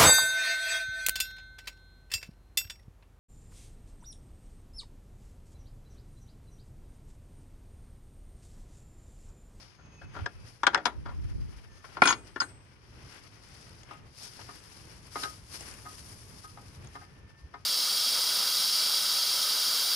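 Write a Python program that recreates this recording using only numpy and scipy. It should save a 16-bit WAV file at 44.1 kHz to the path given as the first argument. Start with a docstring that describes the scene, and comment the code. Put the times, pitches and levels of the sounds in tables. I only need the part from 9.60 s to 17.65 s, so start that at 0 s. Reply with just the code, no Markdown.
"""Open air rumbles, a sleeve swishes and gusts buffet the two ports of a hand-held microphone.
A steel hook is worked out of its eye on a wooden farm gate, then dropped: it knocks, chatters and rings.
Each impact excites the damped modes of the boards; some also set the hook ringing. Steps rustle through
the grass by friction as the gate swings open and bumps softly against the fence, which resonates."""
import sys
import numpy as np
from scipy import signal
from scipy.fft import rfft, irfft, next_fast_len
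from scipy.io import wavfile
from scipy.ndimage import uniform_filter1d

SR = 44100
rng = np.random.default_rng(int(sys.argv[2]) if len(sys.argv) > 2 else 0)


def generate_wav(sig):
    """Save sig (samples, or channels by samples) to the path in sys.argv[1] as 16-bit PCM at SR."""
    pcm = np.round(np.clip(np.atleast_2d(sig).T, -1, 1) * 32767).astype(np.int16)
    wavfile.write(sys.argv[1], SR, pcm)


N = 355005
TIME = np.arange(N) / SR
UNLATCHED_S, HOOK_FREE_S, AT_FENCE_S = 2.0, 2.3, 4.0


def undb(db):
    """Amplitude ratio of a level in decibels."""
    return 10 ** (np.asarray(db) / 20)


def unit(x):
    """Normalisation to rms 1."""
    return x / np.sqrt(np.mean(x ** 2) + 1e-20)


def curve(rows):
    """Amplitude envelope from (t/s, level/dB) rows."""
    return undb(np.interp(TIME, *np.transpose(rows)))


def along(points, hz):
    """Interpolation of (f/Hz, value) points over log frequency."""
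    f, value = np.transpose(points)
    return np.interp(np.log(hz + 1), np.log(f), value)


def sides(pan_db):
    """Constant-power panning: gains for a left-minus-right level."""
    gains = undb(np.array([[.5], [-.5]]) * pan_db)
    return gains / np.sqrt(np.mean(gains ** 2, axis=0))


def colour(x, points):
    """Zero-phase filtering by (f/Hz, gain/dB) points."""
    size = next_fast_len(x.shape[-1])
    gain = undb(along(points, np.fft.rfftfreq(size, 1 / SR)))
    return irfft(rfft(x, size) * gain, size)[..., :x.shape[-1]]


def causal(db):
    """Minimum-phase response with these gains: it rings only after its cause."""
    cepstrum = irfft(db * np.log(10) / 20)
    half = len(cepstrum) // 2
    cepstrum[1:half] *= 2
    cepstrum[half + 1:] = 0
    return np.exp(rfft(cepstrum))


def ports(x, split_hz):
    """Spatial coherence: two independent signals become alike in the bass, staying apart in the treble."""
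    size = next_fast_len(x.shape[-1])
    coherence = .92 / (1 + (np.fft.rfftfreq(size, 1 / SR) / split_hz) ** 2)
    mid, side = rfft(x, size) * np.sqrt([1 + coherence, 1 - coherence])
    return irfft(np.array([mid + side, mid - side]), size)[:, :x.shape[-1]] / np.sqrt(2)


def wander(rate_hz):
    """Smooth random modulation of rms 1."""
    step = int(SR / rate_hz)
    held = np.repeat(rng.standard_normal(N // step + 1), step)
    return unit(uniform_filter1d(held, step)[:N])


def fade(t, t60):
    """Exponential decay by 60 dB in t60, which is at least 1 ms."""
    return np.exp(-np.log(1000) * t / max(t60, 1e-3))


def swells(rows, rest_db, rise_share=.45):
    """Incoherent addition: rounded (t/s, length/s, level/dB) peaks sum in power over a floor."""
    t = TIME[::64]
    power = np.full(len(t), undb(rest_db) ** 2)
    for s, length, db in rows:
        away = (t - s) / (length * np.where(t < s, rise_share, 1 - rise_share))
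        power += undb(db) ** 2 * np.exp(2 * (1 - np.hypot(1, away)))
    return np.sqrt(np.interp(TIME, t, power))


def add(out, s, x):
    """Superposition of x onto out at time s."""
    i = int(s * SR)
    out[:, i:i + x.shape[1]] += x[:, :N - i]


# Ambient spectrum: f/Hz, gain/dB
AIR_SPECTRUM = [(15, -49), (25, -14), (55, -0.5), (114, 0.5), (265, -14.5), (410, -15.5), (758, -23.5),
                (907, -20), (1810, -26.5), (2340, -25.5), (2530, -27.5), (4340, -38), (6540, -41.5),
                (11500, -79.5), (15000, -80), (22000, -120)]
# Ambient envelope: t/s, level/dB
AIR_ENVELOPE = [(0, -55.5), (2.5, -55), (3.15, -57), (4.4, -55), (6.3, -53.5), (8.05, -54.5)]


def air():
    """Diffuse field: distant rumble and the faint hiss of open country."""
    noise = ports(rng.standard_normal((2, N)), split_hz=450)
    return unit(colour(noise, AIR_SPECTRUM)) * curve(AIR_ENVELOPE) * undb(2.7 * wander(10))


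# Distant whistles: start/s, end/s, f/Hz, level/dB
WHISTLE_TONES = [(.1, .98, 2550, -74), (.37, .48, 2557, -63), (.1, .66, 6440, -72), (2.08, 2.24, 6400, -73),
                 (2.05, 2.27, 1776, -69), (7.2, 8.0, 1787, -71)]


def whistles(waver=0.0045):
    """Random frequency and amplitude modulation: faint, unsteady tones from across the field."""
    out, drift, flutter = np.zeros((2, N)), wander(60), wander(25)
    for start, end, hz, db in WHISTLE_TONES:
        span = slice(int(start * SR), int(end * SR))
        phase = 2 * np.pi * np.cumsum(hz * (1 + waver * drift[span])) / SR
        tone = np.sin(phase + np.array([[0], [1]]))
        envelope = signal.windows.tukey(len(phase), .5) * undb(2 * flutter[span])
        add(out, start, unit(tone * envelope) * undb(db))
    return out


# Gusts on the ports: t/s, length/s, relative level/dB
GUST_SWELLS = [(.47, 0.057, -43), (.62, 0.063, -36.5), (.78, 0.081, -47), (1.42, 0.1, -36),
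               (1.6, 0.14, -34), (1.7, 0.068, -34), (1.79, 0.06, -28), (1.97, 0.24, -48), (2.48, 0.2, -50)]


def wind():
    """Turbulent pressure: eddies push on the two ports mostly in opposition."""
    spectrum = [(20, -32.5), (45, -3), (70, -4), (110, -5.5), (180, -19.5), (350, -26),
                (900, -62.5), (4000, -90.5)]  # f/Hz, gain/dB
    eddies = unit(colour(rng.standard_normal((3, N)), spectrum))
    pressure = eddies[2] * np.array([[1], [-1]]) + 0.5 * eddies[:2]
    return pressure * swells(GUST_SWELLS, rest_db=-65.5) * undb(-2 + 2.3 * wander(28))


# Low buffets on the microphone: t/s, peak level/dB, f/Hz
BUFFET_PULSES = [(0.627, -31.5, 85.5), (1.401, -40, 61.6), (1.609, -42, 55), (1.69, -46, 62),
                 (1.756, -34.5, 66), (1.801, -38, 50), (1.971, -42, 53.4), (7.849, -38.5, 68)]


def buffets():
    """Gaussian wave packets: a couple of slow pressure swings, in phase at both ports."""
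    out, t = np.zeros((2, N)), np.arange(-2000, 2000) / SR
    for s, db, hz in BUFFET_PULSES:
        pulse = np.exp(-(t * hz) ** 2) * np.cos(2 * np.pi * hz * t)
        add(out, s + t[0], undb(db) * pulse[None])
    return out


# Friction hiss: f/Hz, gain/dB
HISS_SPECTRUM = [(1500, -10), (2600, -10.5), (3900, -11.5), (4800, -4.5), (5500, -5), (6000, -7),
                 (7700, -11), (9500, -2), (11500, -6)]
# Direction of the hiss: f/Hz, left minus right/dB
HISS_BALANCE = [(1500, -6.5), (3500, 14.5), (5400, 20.5), (7500, 6.5), (10000, -1.5)]
# Top octave of the hiss: t/s, gain/dB
HISS_TREBLE = [(0, -12), (1, -4), (2.3, -5), (3.5, -7), (4.5, -5), (6.5, 2), (8.05, -7)]
# Duller brushing: f/Hz, gain/dB
BRUSH_SPECTRUM = [(150, -9), (300, 4.5), (600, -2.5), (1250, 0.5), (2000, 0), (3200, -4), (5000, -30)]
# A sleeve at the latch, then steps in grass: t/s, length/s, relative hiss/dB, relative brushing/dB
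SWISH_SWELLS = [(-0.003, 0.12, -54.5, -64), (0.581, 0.11, -60.5, -49.5), (0.875, 0.11, -55.5, -58),
                (1.84, 0.8, -64, -60), (2.346, 0.18, -56.5, -52), (2.718, .2, -64, -60),
                (3.524, 0.26, -54.5, -52), (4.008, 0.28, -53.5, -54), (4.32, 0.062, -58.5, -46),
                (4.641, 0.097, -43.5, -56), (4.877, 0.24, -51, -51.5), (5.276, 0.35, -55.5, -55),
                (5.625, 0.089, -40.5, -46), (5.735, 0.13, -57.5, -63.5), (5.961, 0.076, -43, -48),
                (6.094, 0.12, -51, -48), (6.446, 0.45, -51.5, -54.5), (6.877, 0.11, -54, -62),
                (7.122, 0.33, -60, -62.5), (7.369, 0.096, -59.5, -58), (7.797, 0.031, -59.5, -60),
                (8.02, 0.087, -68, -77)]


def hiss_envelope():
    """Power sum of the swishes' hiss, shared by rustle and stalks."""
    return swells([row[:3] for row in SWISH_SWELLS], rest_db=-68.5)


def rustle(grain_db=2.5, crunch_db=0.8, flicker_db=1.85, treble_hz=6400):
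    """Sliding friction: countless blades and fibres slip, a grainy hiss over a duller brushing."""
    slips = rng.standard_normal((2, N)) * undb(grain_db * np.minimum(rng.exponential(size=N), 6))
    slips *= undb(crunch_db * np.clip(wander(120), 0, 2.5) ** 2)  # a tuft gives way all at once
    hiss = np.array([colour(colour(x, HISS_SPECTRUM), [(f, sign * db / 2) for f, db in HISS_BALANCE])
                     for x, sign in zip(slips, (1, -1))])
    hiss = unit(hiss) * hiss_envelope() * undb(2 + 0.5 * wander(120))
    treble = signal.sosfiltfilt(signal.butter(4, treble_hz, "highpass", fs=SR, output="sos"), hiss)
    hiss += treble * (curve(HISS_TREBLE) - 1)
    rub = ports(rng.standard_normal((2, N)), split_hz=467) * undb(1.9 * wander(110))
    brush_envelope = swells([(s, length, db) for s, length, _, db in SWISH_SWELLS], rest_db=-62.5)
    brush = unit(colour(rub, BRUSH_SPECTRUM)) * brush_envelope * sides(8) * undb(-4)
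    return (hiss + brush) * undb(flicker_db * wander(35))


def stalks(count=260, steps_s=(3.4, 7.4), cluster_s=.005, low_hz=2070, high_hz=10900):
    """Brittle fracture: dry stalks crack underfoot in clusters of ticks, louder under a heavier step."""
    out, t = np.zeros((2, N)), np.arange(256) / SR
    weight = hiss_envelope()
    for s in rng.uniform(*steps_s, size=count):
        strength, side = np.clip(rng.standard_normal(size=2), -2, 2)
        gain = weight[int(s * SR)] * undb(4 + 3.5 * strength) * sides(-1 - side)
        for lag, pitch in rng.random((4, 2)):
            hz = low_hz * (high_hz / low_hz) ** np.sqrt(pitch)
            add(out, s + cluster_s * lag, gain * np.sin(2 * np.pi * hz * t) * fade(t, 6.8 / hz))
    return out


# Modes of the gate and its bolts: f/Hz, nominal T60/s, level/dB when latched, swinging, at the fence
GATE_MODES = [(278, 0.22, -26.0, -21.0, -21), (345, 0.14, -18.0, -16.0, -33.0),
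              (411, 0.16, -14.0, -24.0, -19.0), (566, 0.1, -10.0, -23.0, -20.0), (720, 0.13, -12, -22, -12),
              (817, 0.15, -11.0, -28.0, -13.0), (928, 0.1, -4, -9.0, -11.0), (972, 0.11, -2, -12, -8),
              (1056, 0.1, -21.0, -2.0, -24.0), (1084, 0.1, -21.0, -3.0, -15.0), (1205, 0.11, -5, -23, -5),
              (1256, 0.24, -30.0, -28.0, -8.0), (1341, 0.14, -8.0, -8.0, -28.0), (1395, 0.16, -2, -6, -18),
              (1465, 0.09, -2.0, 0.0, -13.0), (1560, 0.09, -4.0, -11.0, -10.0), (1670, 0.1, -4, -20, -23),
              (1808, 0.12, -6, -10, -9), (2010, 0.12, -22.0, -11.0, -38.0),
              (2093, 0.11, -20.0, -17.0, -10.0), (2214, 0.09, -9.0, -22.0, -36.0),
              (2290, 0.11, -24.0, -12.0, -29.0), (2795, 0.18, -38.0, -20.0, -24.0),
              (3155, 0.16, -17.0, -16.0, -31.0), (3367, 0.1, -7, -10, -22.0),
              (3560, 0.1, -24.0, -17.0, -39.0), (3880, 0.11, -17.0, -18.0, -16.0),
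              (2925, .08, -20, -12, -30), (4285, .14, -20, -12, -35), (4667, .12, -18, -14, -35),
              (5500, .07, -14, -11, -35), (5860, .08, -15, -15, -35), (4850, 0.08, -14, -14, -30),
              (5155, 0.13, -18.0, -21.0, -37.0), (5300, 0.1, -16.0, -18.0, -15.0)]


def gate_modes(hz, contact_t60, hold):
    """Modal superposition: what holds the gate sets how strongly each of its resonances answers."""
    f, mode_t60, *mode_db = np.transpose(GATE_MODES)
    strength, phase, lag = rng.standard_normal((3, len(f)))
    port_phase = np.array([[0], [1]]) * lag * f / 1500  # higher modes arrive further out of step
    drive = undb(mode_db[hold] + 2.5 * strength) * np.exp(1j * (np.pi * phase + port_phase))
    # a short, firm contact also damps the modes, and the high ones radiate away fastest
    decay = np.log(1000) * (1.1 / mode_t60 + 0.15 / max(contact_t60, .01) + (f / 2600) ** 2)
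    return irfft(drive @ (1 / (decay[:, None] + 2j * np.pi * (hz - f[:, None]))))


# Dense, short-lived modes of the boards: f/Hz, gain/dB
BOARD_SPECTRUM = [(120, -17), (300, -5), (560, -8), (950, 2), (1450, 5), (2100, -4.5), (2700, -11),
                  (3400, -8.5), (5300, -18), (7200, -18.5), (8800, -23), (10000, -31), (11500, -40.5)]
# Knock, thud, clank and tick registers: lower f/Hz, upper f/Hz
REGISTERS = [(700, 2500), (130, 700), (2500, 6500), (6500, 13000)]


def impact(s, build_s, t60, band_db, place, pan_db, size=12288):
    """Impulse response of the gate as held at time s: crack, dense and clear modes, yard scatter."""
    t, hz = np.arange(size) / SR, np.fft.rfftfreq(size, 1 / SR)
    hold = np.searchsorted([UNLATCHED_S, AT_FENCE_S], s)
    onset = np.minimum(t / (build_s + 0.002), 1) ** 2  # a blow takes time to spread through the boards
    after = np.maximum(t - build_s, 0)
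    grain = ports(rng.standard_normal((2, size)), split_hz=1400) * onset
    dense = unit(grain * fade(after, t60))
    crack = unit(grain * fade(after, t60 * 0.197))
    yard = unit(rng.standard_normal((2, size)) * (1 - fade(t, .08)) * fade(t, .3))
    burst = dense + undb(-10.5) * crack + undb(-18) * yard
    body = unit(irfft(rfft(burst) * causal(along(BOARD_SPECTRUM, hz))))
    modes = undb([-1.5, 1, 5][hold]) * unit(gate_modes(hz, t60, hold) * onset)
    # the place of contact favours one resonance of the wood and one of the steel
    wood_hz, wood_db, steel_hz, steel_db = place
    place_db = wood_db / (1 + ((hz - wood_hz) / 110) ** 2) + steel_db / (1 + ((hz - steel_hz) / 330) ** 2)
    taper = np.minimum(2 * (1 - t / t[-1]), 1) ** 2
    sound = irfft(rfft(body + modes) * causal(place_db)) * taper
    pan_scales, loss_db_per_s = [1.8, 0.062, 1.7, 0.63], [1, -9, 82.5, 300.5]  # wood absorbs the treble
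    out = 0
    for edges, db, pan_scale, loss in zip(REGISTERS, band_db, pan_scales, loss_db_per_s):
        band = signal.sosfilt(signal.butter(3, edges, "bandpass", fs=SR, output="sos"), sound)
        out += unit(band * undb(-loss * after)) * undb(db) * sides(pan_db * pan_scale)
    return out * np.sqrt(.02 * SR / size)  # levels count the energy as spread over 20 ms


# Dry snaps among the rustling: t/s, relative level/dB, favoured f/Hz
DRY_SNAPS = [(4.232, -46.5, 6500), (4.37, -57, 2950), (4.618, -47, 5300), (6.007, -37, 2900),
             (6.112, -42.5, 1700), (6.138, -45, 2700), (7.245, -51, 9000), (7.271, -47, 6500)]


def snaps():
    """Brief excitation has a broad spectrum: very short, bright ticks."""
    out = np.zeros((2, N))
    for s, db, hz in DRY_SNAPS:
        band_db = db + np.array([-20.5, -18, -14, -12])
        place = (1500, 0, hz, 19)
        add(out, s, impact(s, build_s=0.00057, t60=0.0054, band_db=band_db, place=place, pan_db=12))
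    return out


# The hook rubs in its eye, the gate nudges the fence: t/s, build/s, level/dB, favoured wood f/Hz
SOFT_CONTACTS = [(0.192, 0.012, -57, 1420), (0.417, 0.0056, -48.5, 1510), (0.553, 0.017, -44, 1460),
                 (0.564, 0.0042, -39.5, 1390), (0.588, 0.0024, -44, 1380), (1.138, 0.013, -34, 1630),
                 (1.179, 0.0053, -37, 720), (1.461, 0.011, -41, 1070), (1.491, 0.015, -43, 1070),
                 (2.243, 0.0039, -46, 1400), (2.369, 0.0053, -35.5, 880), (4.309, 0.0026, -43.5, 1020),
                 (4.345, 0.0055, -58, 1400), (4.79, 0.0012, -50, 880), (4.89, 0.0062, -45.5, 1140),
                 (5.555, 0.0012, -32.5, 1190), (5.561, 0.00205, -43.5, 950), (5.636, 0.016, -40, 1610),
                 (5.653, 0.011, -41.5, 1230), (6.26, 0.014, -45, 1220), (6.845, 0.016, -50.5, 1220),
                 (6.973, 0.004, -49, 850), (7.354, 0.0085, -43, 1210), (7.415, 0.0094, -53, 750),
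                 (7.941, 0.0068, -42, 1010)]


def bumps(wood_lift_db=7.5, steel_hz=4670, steel_lift_db=6.5):
    """Soft contact excites little treble; a slower push also dies away more slowly."""
    out = np.zeros((2, N))
    for s, build_s, db, wood_hz in SOFT_CONTACTS:
        band_db = db + np.array([0, -6, -15.5, -49.5])
        t60 = 0.12 + 5.5 * build_s
        place = (wood_hz, wood_lift_db, steel_hz, steel_lift_db)
        add(out, s - build_s, impact(s, build_s, t60, band_db, place, pan_db=4))
    return out


# Modes of the fence: f/Hz, relative level/dB, T60/s
FENCE_RESONANCES = [(725, -5, .12), (817, -3, .12), (948, -2, .1), (1074, -3, .1), (1210, -4, .09),
                    (1256, 0, .22), (1442, 2, .09), (1580, 2, .11), (1657, -2, .1), (1805, -2, .08),
                    (2093, 0, .1)]


def fence(width=0.087, other_modes_db=-12):
    """Coupled vibration: each bump against the fence rings its modes, most near the favoured note."""
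    out, t = np.zeros((2, N)), np.arange(SR // 2) / SR
    for s, build_s, db, favoured_hz in SOFT_CONTACTS:
        if s > AT_FENCE_S:
            note = 0
            for f, mode_db, t60 in FENCE_RESONANCES:
                coupling = undb(other_modes_db) + 1 / (1 + (np.log(f / favoured_hz) / width) ** 2)
                phase = 2 * np.pi * (f * t + rng.random()) + np.array([[0], [2]])
                note += coupling * undb(mode_db) * fade(t, t60) * np.sin(phase)
            gain = undb(db - 3 + 450 * build_s)  # a slower push moves the fence more
            add(out, s, gain * note * (1 - fade(t, 0.0098 + build_s)))
    return out


# Boom of the timber frame: f/Hz, gain/dB
FRAME_SPECTRUM = [(60, -27), (140, -5), (300, 2.5), (500, -4.5), (900, -12), (2500, -32), (8000, -61)]


def frame(share_db=-25.5, build_s=.03, t60=0.48):
    """Structural reverberation: the heavy frame stores a little of each knock and returns a low boom."""
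    power, t = np.zeros((1, N)), np.arange(SR) / SR
    for s, _, db, *_ in HARD_CONTACTS:
        envelope = undb(db + share_db) * (1 - fade(t, build_s)) * fade(t, t60)
        add(power, s, envelope[None] ** 2)
    noise = ports(rng.standard_normal((2, N)), split_hz=900)
    return unit(colour(noise, FRAME_SPECTRUM)) * np.sqrt(power)


# Bending modes of the hook: f/Hz, relative level/dB, free T60/s
HOOK_MODES = [(1435, 0, .12), (1510, -3, .06), (2309, -3, .2), (2458, 0, .22), (2799, -6, .3),
              (3316, -3, .25), (3564, -3, .14), (4270, -8, .2), (4667, -5, .16), (4880, -5, .2),
              (5155, -4, .25), (5305, -5, .22), (5480, -6, .15), (5830, -7, .12), (6212, -4, .1),
              (6628, 0, .28), (7590, -10, .25), (8150, -9, .25), (8166, -3, .44), (8620, -8, .2),
              (8982, -6, .25), (10645, 0, .4), (10790, -7, .3)]
# Rings of the hook: t/s, relative level/dB, favoured f/Hz, decay rate factor (1 = free)
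HOOK_RINGS = [(1.147, -38, 5200, 6.6), (1.253, -40.5, 10650, 3.8), (2.422, -20.5, 2542, 0.55),
              (2.456, -24.5, 6770, 0.97), (2.476, -23, 5540, 2.5), (2.476, -21, 8740, 5.2),
              (2.454, -17, 8800, 6), (2.487, -22, 6630, 1.7), (2.422, -37, 10650, 1.5),
              (2.488, -42, 10870, 0.93), (2.49, -38.5, 8170, 0.5), (2.522, -35, 4740, 3.3),
              (2.456, -25.5, 2310, 0.78), (2.473, -26, 3420, 0.91), (2.473, -23, 6100, 1.2),
              (2.488, -30, 4550, 1.3), (2.802, -25.5, 1450, 1.2), (2.801, -44.5, 8070, 0.67),
              (2.802, -12.5, 5370, 7.8), (2.804, -30.5, 6630, 2.9), (2.816, -53, 10650, 1.65)]


def hook(width=0.038, other_modes_db=-31.5, last_bounce_s=2.521, check_db=-11):
    """Flexural vibration: the steel rod rings with thin, clear modes, most where the contact favours."""
    out, t = np.zeros((2, N)), np.arange(SR // 2) / SR
    for s, db, favoured_hz, damping in HOOK_RINGS:
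        ring = 0
        for f, mode_db, t60 in HOOK_MODES:
            coupling = undb(other_modes_db) + 1 / (1 + (np.log(f / favoured_hz) / width) ** 2)
            phase = rng.uniform(0, 2 * np.pi) + np.array([[0], [np.pi / 2]])
            ring += coupling * undb(mode_db) * fade(t * damping, t60) * np.sin(2 * np.pi * f * t + phase)
        if s < last_bounce_s - .01:  # the chatter's last bounce checks whatever still rings
            ring *= undb(check_db * np.clip((s + t - last_bounce_s) / .004, 0, 1))
        add(out, s, undb(db) * ring * (1 - fade(t, 0.011)) * sides(4.1))
    return out


# Knocks: t/s, burst T60/s, level/dB, thud/dB and clank/dB re that level,
# favoured wood f/Hz, its lift/dB, favoured steel f/Hz, its lift/dB, nominal pan/dB
HARD_CONTACTS = [(0.659, 0.046, -31, -10, -11.5, 1645, 11.6, 5100, 10, 3.6),
                 (1.032, 0.064, -24, -15, -12.5, 950, 6.6, 3380, 8.4, 2.8),
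                 (1.0671, 0.018, -17.5, -23, -6, 1450, 5.3, 3400, 4.6, 4),
                 (1.073, 0.051, -25.5, -7.5, -8.5, 1620, 4, 3220, 4.6, 3.3),
                 (1.146, 0.0054, -21.5, -38, -6.5, 1480, 5, 5230, 12, 5.1),
                 (1.154, 0.075, -26.5, -10.5, -20, 1850, 2.9, 3500, 3, 1.1),
                 (1.174, 0.03, -40, 5, -6, 715, 8.5, 3280, 7, 4),
                 (1.254, 0.043, -22, -11.5, -5, 953, 10, 7000, 4.9, 6.4),
                 (1.264, 0.11, -28.5, -5.5, -10, 930, 6.5, 3870, 6, 2.2),
                 (2.4191, 0.011, -10, -7.5, -17, 1390, 7.9, 2320, 6.1, 3.3),
                 (2.435, 0.15, -27.5, -13.5, -5, 1080, 7, 3930, 7, 1.7),
                 (2.454, 0.06, -21, -13, -11, 1400, 5, 8900, 11, 2.6),
                 (2.472, 0.17, -23, -12.5, -1, 880, 10, 5250, 7.2, 4.3),
                 (2.486, 0.11, -25.5, -17, -6.5, 1500, 3.6, 3150, 15, 4.3),
                 (2.502, 0.12, -24, -19, -10, 1410, 5.2, 6300, 7.9, 2.3),
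                 (2.523, 0.08, -29.5, -14.5, -3, 1380, 3.2, 4950, 5.1, 4.2),
                 (2.7591, 0.091, -34, -7, -16.5, 1750, 7.9, 6500, 7, 5.9),
                 (2.8015, 0.082, -27, -37, -2, 1437, 16.4, 4850, 21, 2.3),
                 (2.815, 0.1, -29, -15.5, -12.5, 1495, 9.9, 4120, 15, 6),
                 (5.633, 0.08, -35, -25.5, -1, 1500, 14, 4230, 7.7, 1.2)]


def knocks(build_s=0.00067):
    """Impulsive excitation: the hook strikes its eye, then the boards; last the gate meets the fence."""
    out = np.zeros((2, N))
    for s, t60, db, thud_db, clank_db, *place, pan_db in HARD_CONTACTS:
        tick_db = -15 if s > HOOK_FREE_S else -16  # hanging free, or held in the fingers
        band_db = db + np.array([0, thud_db, clank_db, clank_db + tick_db])
        add(out, s - build_s, impact(s, build_s, t60, band_db, place, pan_db))
    return out


def scene():
    """Linear superposition of all sources at the microphone."""
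    gate = knocks() + bumps() + frame() + hook() + fence()
    grass = snaps() + stalks() + rustle()
    return gate + grass + wind() + buffets() + whistles() + air()


def record(dry, cutoff_hz=11750):
    """Soft saturation rounds the loudest peaks; a low-pass filter cuts the top."""
    return signal.sosfilt(signal.ellip(10, .2, 80, cutoff_hz, fs=SR, output="sos"), np.tanh(dry))


dry = scene()
out = record(dry)
generate_wav(out)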